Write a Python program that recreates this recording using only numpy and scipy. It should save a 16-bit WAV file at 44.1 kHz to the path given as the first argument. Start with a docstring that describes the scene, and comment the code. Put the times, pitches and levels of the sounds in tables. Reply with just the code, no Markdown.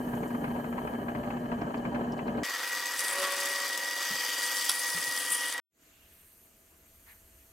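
"""A bench drill press runs in an open workshop: mains hum, a rumbling housing, spindle knocks, ticking chips.
Then the same machine plays eight times too fast, hum turned to whine and rumble to hiss, rotor slots whining
high, while the bit snatches and scrapes and a chip snaps. A hard cut to silence follows; the quiet yard with
its insects, already under the slow part, fades back in with soft rustles.
Body sounds are noise shaped by resonances, tones are wavering sines, blows and ticks are damped."""
import sys
import numpy as np
from scipy import signal
from scipy.fft import rfft, irfft, next_fast_len
from scipy.io import wavfile
from scipy.ndimage import uniform_filter1d, map_coordinates

SR = 44100
rng = np.random.default_rng(int(sys.argv[2]) if len(sys.argv) > 2 else 0)


def file_out(sig):
    """Save sig as 16-bit WAV at sys.argv[1]."""
    # one column per channel
    cols = np.atleast_2d(sig).T
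    # limit, then scale
    lim = np.clip(cols, -1, 1)
    pcm = np.round(lim * 32767).astype(np.int16)
    wavfile.write(sys.argv[1], SR, pcm)


def to_linear_factor(level_db):
    """Convert decibel levels (scalar or array-like) to linear amplitude factors."""
    exponent = np.asarray(level_db, float) / 20
    return 10 ** exponent


N = 332028
T = np.arange(N) / SR

FAST = 8  # speed ratio of the fast part
CUT_IN_S, CUT_OUT_S = 2.4335, 5.6  # fast part starts, stops

# Left-right likeness in the fast part. Each row: frequency in Hz, likeness as a share.
FAST_ALIKE = [(60, 0.65), (130, 0.95), (290, 0.93), (640, 0.97), (1410, 0.99), (3100, 0.86), (6820, 0.64),
              (8600, .74), (11000, 0.82), (15000, 0.85)]
# Left-right likeness of the yard. Each row: frequency in Hz, likeness as a share.
YARD_ALIKE = [(60, 1), (240, 0.88), (950, 0.2), (3770, 0.25), (15000, 1)]


def unit(x):
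    """Scaled to rms 1."""
    return x / np.sqrt(np.mean(x ** 2) + 1e-20)


def along(points, hz):
    """(Hz, value) points interpolated on a log frequency axis."""
    f, v = np.transpose(points)
    return np.interp(np.log(hz + 1), np.log(f + 1), v)


def curves(rows):
    """One value per sample for each column after the time."""
    s, *cols = np.transpose(rows)
    return [np.interp(T, s, c) for c in cols]


def wobble(rate_hz):
    """A smooth random curve, rate_hz knots a second."""
    coarse = T[::16]
    knots = rng.standard_normal(int(N * rate_hz / SR) + 4)
    return np.interp(T, coarse, map_coordinates(knots, [coarse * rate_hz]))


def filtered(x, response):
    """x times a response of frequency."""
    m = next_fast_len(N + 8192)
    return irfft(rfft(x, m) * response(np.fft.rfftfreq(m, 1 / SR)), m)[..., :N]


def above(x, low_hz):
    """x with its bass rolled off."""
    return filtered(x, lambda f: 1 / np.sqrt(1 + (low_hz / (f + 1)) ** 4))


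def span(start_s, end_s, edge_s):
    """1 between two times, with ramped edges centred on them."""
    return np.clip(np.minimum(T - start_s, end_s - T) / edge_s + .5, 0, 1)


def pair(alike, patchy_db=1.5, grit=0):
    """Stereo noise in patches of random gain plus sharp grit, its sides alike by the given share."""
    z = signal.stft(rng.standard_normal((2, N + 512)), nperseg=256)[2]
    field = uniform_filter1d(rng.standard_normal(z.shape[1:]), size=5, axis=0)
    field = uniform_filter1d(field, size=12, axis=1)
    noise = signal.istft(z * to_linear_factor(patchy_db * unit(field)), nperseg=256)[1][:, :N]
    noise = noise + grit * rng.uniform(-1.5, 1.5, (2, N))
    turn = lambda hz: np.arccos(np.clip(along(alike, hz), -1, 1)) / 2
    mid, side = filtered(noise, lambda hz: np.array([np.cos(turn(hz)), np.sin(turn(hz))]))
    return np.array([mid + side, mid - side])


def bursts(rows, t60_s):
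    """Envelope of (s, dB) blows: 1 ms rise, exponential end."""
    starts, t = np.zeros(N), np.arange(SR // 4) / SR
    for s, db in rows:
        starts[round(s * SR)] = to_linear_factor(db)
    return signal.fftconvolve(starts, to_linear_factor(-60 * t / t60_s) * (1 - np.exp(-t / .001)))[:N]


def narrow(hz, waver_hz, waver_db, drift_turns):
    """An unsteady tone: a sine whose level wanders and whose phase drifts by some turns."""
    turns = hz * T + drift_turns * wobble(waver_hz) + rng.random()
    return np.sqrt(2) * to_linear_factor(waver_db * wobble(waver_hz)) * np.sin(2 * np.pi * turns)


def rings(rows, rough, rise_s=0):
    """Short damped notes with roughened phase from (s, dB, Hz, t60 s) rows."""
    out, t = np.zeros(N + SR), np.arange(SR // 4) / SR
    for s, db, hz, t60_s in rows:
        phase = 2 * np.pi * hz * t + rough * np.cumsum(rng.standard_normal(len(t)))
        rise = 1 - np.exp(-t / (rise_s + 1 / hz))
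        out[round(s * SR):][:len(t)] += to_linear_factor(db - 60 * t / t60_s) * rise * np.sin(phase)
    return out[:N]


def lifted():
    """Gain of rattle and scrape: they drop when the bit leaves the metal."""
    return to_linear_factor(-12 * span(5.545, 9, .03))


def press(speed, spectrum, run, split_hz, alike, blows, chatter_db, slack_turns, shaking, lead_s,
          tones_db, jolt_db):
    """Jolted, resonant housing with shaft tones; speed multiplies the frequencies and rates of its parts."""
    # Housing resonances and dips at true speed. Each row: centre in Hz.
    housing_hz = [145, 165, 240, 256, 305, 340, 376, 398, 417, 426, 445, 592, 690, 735, 802, 855, 957, 1042,
                  1155, 1246, 1320, 1345, 1400, 1560, 1850, 1930, 3680]
    # The same resonances in order. Each row: width in Hz, height over the rumble in dB.
    housing = [(18.5, 4.5), (12, 2), (17, 1.5), (6, -0.5), (25, 5), (10, -4), (24.8, 2), (11.8, 6.5),
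               (8, -7.5), (7.9, 7.5), (18, 6.5), (16, 7.5), (15, 4), (15, 3), (26, 6.5), (14, -3.5),
               (22, 9), (16, 4.5), (25, 2), (33, 6), (17, 9.5), (23, -13), (40, -3), (60, 5), (60, -3.5),
               (59.7, -5), (320, -14.5)]
    # Turning parts at true speed. Each row: turns per second, shake depth 0-1 before shaking.
    shafts = [(2.72, 0.17), (5.87, 0.05), (11.75, 0.24), (23.5, 0.22), (32.5, 0.18)]
    # Colour of a blow at true speed, before the housing. Each row: frequency in Hz, level in dB.
    knock_colour = [(150, -24.5), (400, 1.5), (1000, 8), (2300, 0), (3200, -11), (5000, -25.5),
                    (9000, -42.5)]
    # Mains and shaft tones at fast pitch. Each row: frequency in Hz, level in dB before tones_db.
    tone_rows = [(274.6, -67.5), (296.3, -62.5), (447, -64), (498, -59), (519.7, -60), (541.4, -65),
                 (705.2, -63), (816.2, -62), (959, -51), (1030, -66.5), (1197, -55.5), (1598, -60.5),
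                 (1822, -57.5), (1878.5, -49.5), (1917.9, -38.5), (1955, -53.5), (2877, -53.5),
                 (3836, -61.5), (5516.5, -56.5)]
    # Stereo lean at true speed. Each row: frequency in Hz, left over right in dB.
    lean = [(60, 0.5), (240, 0), (950, 2.5), (3770, 1.5), (15000, 0)]
    jolts_per_s, jolt_spread_db = 90, 1.5  # rate at true speed
    throb_depth, throb_turn, throb_top_hz = .45, .62, 85  # exponent depth, belt phase in turns, true speed
    spindle_hz, first_turn_s = 9.3, .015  # rate at true speed
    waver_share = .011  # waver rate over pitch
    dip_db, dip_hz = 8.5, 11  # dB per unit over threshold, knot rate at true speed

    def ring(f):
        peaks = zip(housing_hz, housing)
        return to_linear_factor(sum(db / (1 + (2 * (f / speed - c) / w) ** 2) for c, (w, db) in peaks))

    body = lambda f: to_linear_factor(along(spectrum, f)) * ring(f)
    high = lambda f: 1 / np.sqrt(1 + (split_hz / (f + 1)) ** 6)
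    rumble_db, rattle_db = curves(run)

    # play in the bearings: sharp jolts at random moments excite the whole body
    chance = jolts_per_s * speed / SR
    jolts = (rng.random(N) < chance) * to_linear_factor(jolt_db + jolt_spread_db * rng.standard_normal(N))
    jolts = jolts / np.sqrt(chance)
    rumble = pair(alike, patchy_db=1.62, grit=jolts)
    rumble = unit(filtered(rumble, lambda f: body(f) * np.sqrt(1 - high(f) ** 2)))

    # the lowest rumble throbs once a belt turn
    belt = np.exp(throb_depth * (np.cos(2 * np.pi * (shafts[0][0] * speed * T + throb_turn)) - .5))
    rumble = rumble + (belt - 1) * filtered(rumble, lambda f: 1 / (1 + (f / speed / throb_top_hz) ** 6))

    # belt, pulleys and motor shaft each shake the loose parts once a turn
    shake = sum(depth * np.cos(2 * np.pi * (turn_hz * speed * T + rng.random()))
                for turn_hz, depth in shafts)
    shake = np.exp(shaking * shake)

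    # a light knock of random strength on every spindle turn
    turn_s = 1 / (spindle_hz * speed)
    times = np.arange(first_turn_s, N / SR, turn_s)
    times = np.clip(times + slack_turns * rng.standard_normal(len(times)) * turn_s, 0, T[-1])
    strengths = to_linear_factor(chatter_db + 5.1 * rng.standard_normal(len(times)))
    light = np.bincount((times * SR).astype(int), strengths, N)
    light = signal.lfilter([1], [1, -np.exp(-speed * np.log(1000) / (.1 * SR))], light)  # t60 0.1 s / speed
    rattle = pair(alike, grit=jolts / (1 + light)) * (shake + light)
    rattle = unit(filtered(rattle, lambda f: body(f) * high(f)))

    struck = unit(filtered(pair(alike), lambda f: to_linear_factor(along(knock_colour, f / speed)) * ring(f)))
    ratio = speed / FAST
    tones = sum(to_linear_factor(db) * narrow(hz * ratio, waver_share * hz * ratio, waver_db=1.4, drift_turns=0.083)
                for hz, db in tone_rows)
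    # the tones dip briefly
    tones = to_linear_factor(tones_db) * tones * to_linear_factor(-dip_db * np.clip(wobble(dip_hz * speed) - .7, 0, None))

    sound = to_linear_factor(rumble_db) * rumble * np.sqrt(shake) + to_linear_factor(rattle_db) * lifted() * rattle
    sound = sound + blows * struck + tones
    side = np.array([[.5], [-.5]])
    delay = lambda f: np.exp(2j * np.pi * f * lead_s * side)  # left leads
    return filtered(sound, lambda f: to_linear_factor(along(lean, f / speed) * side) * delay(f))


def slow_press():
    """The press at true speed: rumble, rattle, hum, and spindle knocks as decaying noise."""
    # Rumble colour. Each row: frequency in Hz, level in dB per Hz before the housing.
    rumble_colour = [(18, -43), (30, -25), (87, -27), (115, -12), (206, -5.5), (239, -2), (334, -11),
                     (498, -13), (589, -11), (1420, -24.5), (1650, -25.5), (1990, -33), (3020, -38.5),
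                     (4500, -45.5), (5850, -90), (9900, -120)]
    # Course of the run. Each row: time in seconds, rumble in dB, rattle in dB before shaking.
    run = [(0, -38, -43.5), (1.6, -37.5, -42), (2.0, -36, -41), (2.43, -36, -42)]
    # Left-right likeness. Each row: frequency in Hz, likeness as a signed share.
    alike = [(60, 0.8), (130, 0.99), (290, 0.91), (640, 0.74), (1410, -0.96), (3100, -0.027), (6820, 0.92),
             (15000, 0.94)]
    # Spindle knocks. Each row: start in seconds, level in dB.
    knock_rows = [(0.134, -35.5), (0.232, -37), (0.304, -38.5), (0.346, -33), (0.4415, -27), (0.559, -40),
                  (0.642, -34.5), (0.725, -36), (0.779, -30), (0.873, -32.5), (0.949, -39), (1.083, -30.5),
                  (1.149, -31.5), (1.233, -35.5), (1.303, -31), (1.367, -38.5), (1.516, -30.5),
                  (1.615, -34.5), (1.741, -30), (1.85, -30), (1.945, -30), (2.189, -32), (2.279, -32),
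                  (2.377, -37.5)]
    return press(1, rumble_colour, run, 763, alike, bursts(knock_rows, t60_s=0.077), chatter_db=-7.5,
                 slack_turns=.03, shaking=1.01, lead_s=0.000094, tones_db=-0.36, jolt_db=-7.5)


def whine():
    """The rotor slots sing in two close families of rough tones."""
    # Slot tones. Each row: frequency in Hz, level in dB rms before waver.
    slot_tones = [(1637, -61), (1696, -64), (1755, -64), (1879, -67), (2955, -70.5), (2978, -70.5),
                  (3079, -71.5), (3102, -70)]
    return sum(to_linear_factor(db) * narrow(hz, 55, waver_db=3.5, drift_turns=0.14) for hz, db in slot_tones)


def yard():
    """Still air, pulsing insects and far traffic as shaped noise, plus one faint steady tone."""
    # Air colour. Each row: frequency in Hz, relative level in dB per Hz.
    air_colour = [(90, -41.5), (130, 0), (300, 2.5), (800, -7), (1700, -6), (2800, -7.5), (3650, -13),
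                  (4400, -10), (5300, -14.5), (6200, -7), (7200, -6.5), (8000, -9.5), (10000, -19),
                  (15800, -24)]
    # Insect song colour. Each row: frequency in Hz, relative level in dB.
    song_colour = [(7800, -35), (8300, -10.5), (8600, -5), (8900, -11.5), (10800, -11), (12000, -4),
                   (13300, -5.5), (13600, -7.5), (15700, -20)]
    # Traffic colour. Each row: frequency in Hz, relative level in dB per Hz.
    traffic_colour = [(12, -40), (20, -9), (48, -6), (70, -1), (130, -15.5), (170, -48), (290, -120)]
    # Course of the yard. Each row: time in seconds, air in dB, insects in dB, traffic in dB.
    course = [(0, -60, -58.5, -70), (1.1, -63, -64.5, -65), (1.7, -62.5, -70, -68), (5.8, -63, -69.5, -78),
              (5.97, -65.5, -67, -70.5), (6.25, -64.5, -62, -71), (6.5, -65, -66.5, -72),
              (7.0, -64, -62.5, -66.5), (7.5, -63, -64, -62.5)]
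    # Nearer insects join in. Each row: start in seconds, end in seconds, level in dB.
    joiners = [(6.078, 6.501, -64.5), (7.047, 7.201, -61), (7.36, 7.487, -66.5)]
    air_db, insects_db, traffic_db = curves(course)
    air = unit(filtered(pair(YARD_ALIKE), lambda f: to_linear_factor(along(air_colour, f))))
    song = pair(YARD_ALIKE) * to_linear_factor(0.65 * wobble(110))
    song = unit(filtered(song, lambda f: to_linear_factor(along(song_colour, f)) * (f > 7000)))
    traffic = unit(filtered(pair(YARD_ALIKE), lambda f: to_linear_factor(along(traffic_colour, f))))
    far_tone = to_linear_factor(-14.5) * narrow(660, 8, waver_db=1.5, drift_turns=.1)  # dB over the air
    nearer = sum(to_linear_factor(db) * span(start, end, .08) for start, end, db in joiners)
    chorus = np.hypot(to_linear_factor(insects_db), nearer)
    return to_linear_factor(air_db) * (air + far_tone) + chorus * song + to_linear_factor(traffic_db) * traffic


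def ticks():
    """Chips tick: short damped notes."""
    # Ticks. Each row: start in seconds, level in dB, frequency in Hz.
    tick_rows = [(0.1501, -50.5, 7160), (0.2773, -50.5, 7200), (1.6117, -53, 5260), (1.773, -49, 4400),
                 (1.9465, -54, 4400), (2.119, -45.5, 5300), (2.176, -52.5, 4440), (2.271, -48.5, 4000),
                 (2.37, -52.5, 4130)]
    return rings([(*row, 0.059) for row in tick_rows], rough=.3, rise_s=.002)  # t60 in s


def fast_press():
    """The press at eight times speed: hiss, whine, and snatches of the bit as decaying noise."""
    # Hiss colour. Each row: frequency in Hz, level in dB per Hz before the housing.
    hiss_colour = [(140, -40), (230, -18.5), (467, -14), (557, -6.5), (620, -13), (800, -11), (948, -9.5),
                   (1700, -5.5), (1890, -2), (2260, -9), (4040, -13), (4740, -10), (6880, -15.5),
                   (10200, -20), (15800, -20)]
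    # Course of the run. Each row: time in seconds, rumble in dB, rattle in dB before shaking and lift.
    run = [(2.44, -37.5, -39.5), (2.95, -39.5, -38), (3.0, -37.5, -37), (3.15, -38, -40),
           (3.24, -32.5, -34.5), (3.28, -37, -39.5), (3.42, -36.5, -36), (3.95, -41.5, -39),
           (4.02, -38.5, -35.5), (4.67, -41, -34.5), (4.74, -41.5, -37), (4.85, -40.5, -35),
           (5.6, -41.5, -40)]
    # The bit snatches. Each row: start in seconds, level in dB.
    snatch_rows = [(2.4445, -34), (2.749, -24), (2.8025, -30), (2.9921, -18.5), (3.004, -20), (3.11, -23),
                   (3.1834, -24), (3.3217, -22), (3.3633, -27), (3.4017, -22), (3.4564, -18), (3.4865, -23),
                   (3.6794, -22.5), (3.775, -22), (3.91, -24), (4.4443, -23.5), (4.5466, -26), (4.567, -23),
                   (4.588, -25), (4.6513, -20.5), (4.736, -25), (4.8329, -25.5), (4.877, -28),
                   (5.0454, -25), (5.121, -28), (5.163, -19.5), (5.525, -23), (5.5787, -28.5)]
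    return press(FAST, hiss_colour, run, 4400, FAST_ALIKE, bursts(snatch_rows, t60_s=0.014),
                 chatter_db=-2.5, slack_turns=0.26, shaking=0.96, lead_s=0, tones_db=0.24, jolt_db=-7)


def fast_whine_and_swells():
    """The rotor slots whine at eight times their pitch; other bands swell as the bit cuts: wavering sines."""
    # Slot whine (above 13 kHz) and swelling bands. Each row: start in seconds, end in seconds,
    # frequency in Hz, waver rate in Hz, level in dB rms before waver and lean.
    tone_rows = [(2.44, 3.25, 13561, 12, -60), (2.5, 3.25, 13076, 12, -64), (4.17, 4.82, 13997, 12, -56),
                 (4.25, 4.75, 13760, 12, -60), (4.15, 5.48, 13525, 12, -59.5),
                 (2.973, 3.47, 10040, 210, -58), (4.725, 5.53, 9880, 200, -50.5),
                 (3.976, 4.752, 4697, 240, -46.5), (4.05, 4.76, 3130, 420, -47),
                 (5.15, 5.53, 3134, 420, -45.5)]
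    return sum(to_linear_factor(db) * span(start, end, .12) * narrow(hz, waver_hz, waver_db=4, drift_turns=.3)
               for start, end, hz, waver_hz, db in tone_rows)


def scrape():
    """The bit rubs in the hole: flickering coloured noise, harder for a moment where it binds."""
    # Course of the rubbing. Each row: time in seconds, level in dB before lift and lean.
    course = [(2.95, -39.5), (3.08, -37.5), (3.9, -52.5), (4.4, -49.5), (4.9, -38), (5.1, -44), (5.6, -39)]
    # Scrape colour. Each row: frequency in Hz, relative level in dB.
    colour = [(6000, -23), (7500, -8.5), (8500, 0), (9900, -1), (11000, -6.5), (14000, -18.5)]
    # It binds. Each row: peak time in seconds, peak level in dB before lift and lean.
    bind_rows = [(2.99, -41), (4.45, -38), (4.57, -39), (5.2, -37.5), (5.322, -33), (5.35, -33.5)]
    bind_s = .03
    grit = pair(FAST_ALIKE, patchy_db=3) * to_linear_factor(3 * wobble(150))
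    binds = sum(to_linear_factor(db) * np.exp(-np.abs(T - s) / bind_s) for s, db in bind_rows)
    level = np.hypot(to_linear_factor(curves(course)[0]), binds) * lifted()
    rubbing = level * unit(filtered(grit, lambda f: to_linear_factor(along(colour, f))))
    return rubbing * span(course[0][0], 6, 0.081)


def drone():
    """A far engine: sine orders of a gliding firing rate."""
    # Engine course. Each row: time in seconds, third order in Hz, third order in dB, sixth order in dB.
    course = [(3.05, 553.2, -62, -54), (3.19, 561.9, -40.5, -48), (3.222, 561.8, -36, -41.5),
              (3.288, 562.9, -47, -38.5), (3.484, 561.2, -44.5, -62), (3.538, 562.6, -50, -45.5),
              (4.1, 560.8, -56.5, -86)]
    # Other orders. Each row: multiple of the firing rate, level over the third in dB.
    orders = [(2, -11), (3, 1), (4, -16), (7, -10.5)]
    third_hz, third_db, sixth_db = curves(course)
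    firing = 2 * np.pi * np.cumsum(third_hz / 3) / SR
    engine = sum(to_linear_factor(third_db + db) * np.sin(order * firing) for order, db in orders)
    engine = engine + to_linear_factor(sixth_db) * np.sin(6 * firing)
    return np.sqrt(2) * engine * span(course[0][0], course[-1][0], 0.16)


def bumps():
    """Dull bumps: low damped notes."""
    # Bumps. Each row: start in seconds, level in dB, frequency in Hz, t60 in seconds.
    bump_rows = [(4.105, -37, 220, 0.14), (4.125, -47.5, 160, 0.2), (4.945, -38, 165, 0.21),
                 (5.074, -44, 150, 0.11), (5.175, -52, 233, 0.095), (5.312, -47, 122, 0.086)]
    return rings(bump_rows, rough=0.08)


def snaps():
    """A chip breaks in four snaps, each ringing the vice in damped modes."""
    # Snaps. Each row: start in seconds, gain in dB.
    snap_rows = [(4.691, -7.5), (4.6936, 0.5), (4.7026, -8.5), (4.7145, -9.5)]
    # Vice modes. 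Each row: frequency in Hz, level in dB before snap gain, t60 in seconds.
    modes = [(1145, -21, 0.033), (3380, -19, 0.035), (4770, -12, 0.017), (5375, -7.5, 0.015),
             (7920, -15.5, 0.018), (10010, -5.5, .015), (10560, -8.5, 0.011), (11760, -14.5, .015)]
    rows = [(s, db + gain_db, hz, t60_s) for s, gain_db in snap_rows for hz, db, t60_s in modes]
    return above(rings(rows, rough=.22, rise_s=0.0026), 630)


def rustles():
    """Soft rustles in the quiet: coloured noise that rises, holds and dies."""
    # Rustles. Each row: start in seconds, rise in seconds, length in seconds,
    # level in dB rms before the envelope, pitch as a multiple of the colour.
    rustle_rows = [(5.78, 0.065, .36, -67.5, 1.6), (6.0, 0.089, 0.27, -70, 1.02),
                   (7.059, .008, 0.081, -57, 1.05)]
    # Rustle colour at pitch 1. Each row: frequency in Hz, relative level in dB.
    colour = [(500, -30), (850, -2.5), (1200, -6), (1750, 5.5), (2600, -6), (4000, -13.5), (8000, -26.5)]
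    noise = pair(YARD_ALIKE, patchy_db=2.5)
    out = np.zeros((2, N))
    for start_s, rise_s, length_s, db, pitch in rustle_rows:
        t = np.clip(T - start_s, 0, None)
        envelope = (1 - np.exp(-t / rise_s)) * np.exp(-(t / length_s) ** 4 / 2)
        out += to_linear_factor(db) * envelope * unit(filtered(noise, lambda f: to_linear_factor(along(colour, f / pitch))))
    return out


def scene():
    """Slow part over the yard, hard cut to the fast part, hard cut to a gap, then the yard fades in."""
    outdoors = yard()
    slow = slow_press() + whine() + ticks() + outdoors
    lean_db = 1.5  # left over right
    leaning = to_linear_factor([[lean_db / 2], [-lean_db / 2]]) * (fast_whine_and_swells() + scrape())
    fast = fast_press() + leaning + drone() + bumps() + snaps()
    fast = above(fast, 110)  # the microphone's bass roll-off, moved up in this part
    quiet = (outdoors + rustles()) * span(5.76, 9, .14) ** 2
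    return slow * span(-1, CUT_IN_S, 0.0019) + fast * span(CUT_IN_S, CUT_OUT_S, 0.00074) + quiet


def band_limit(x):
    """A steep low-pass at the top of the band."""
    return signal.sosfilt(signal.butter(12, 16540, fs=SR, output="sos"), x)


def record(dry):
    """Cuts all from 15.8 kHz up."""
    mix = filtered(dry, lambda hz: hz < 15800)
    return band_limit(mix)


dry = scene()
out = record(dry)
file_out(out)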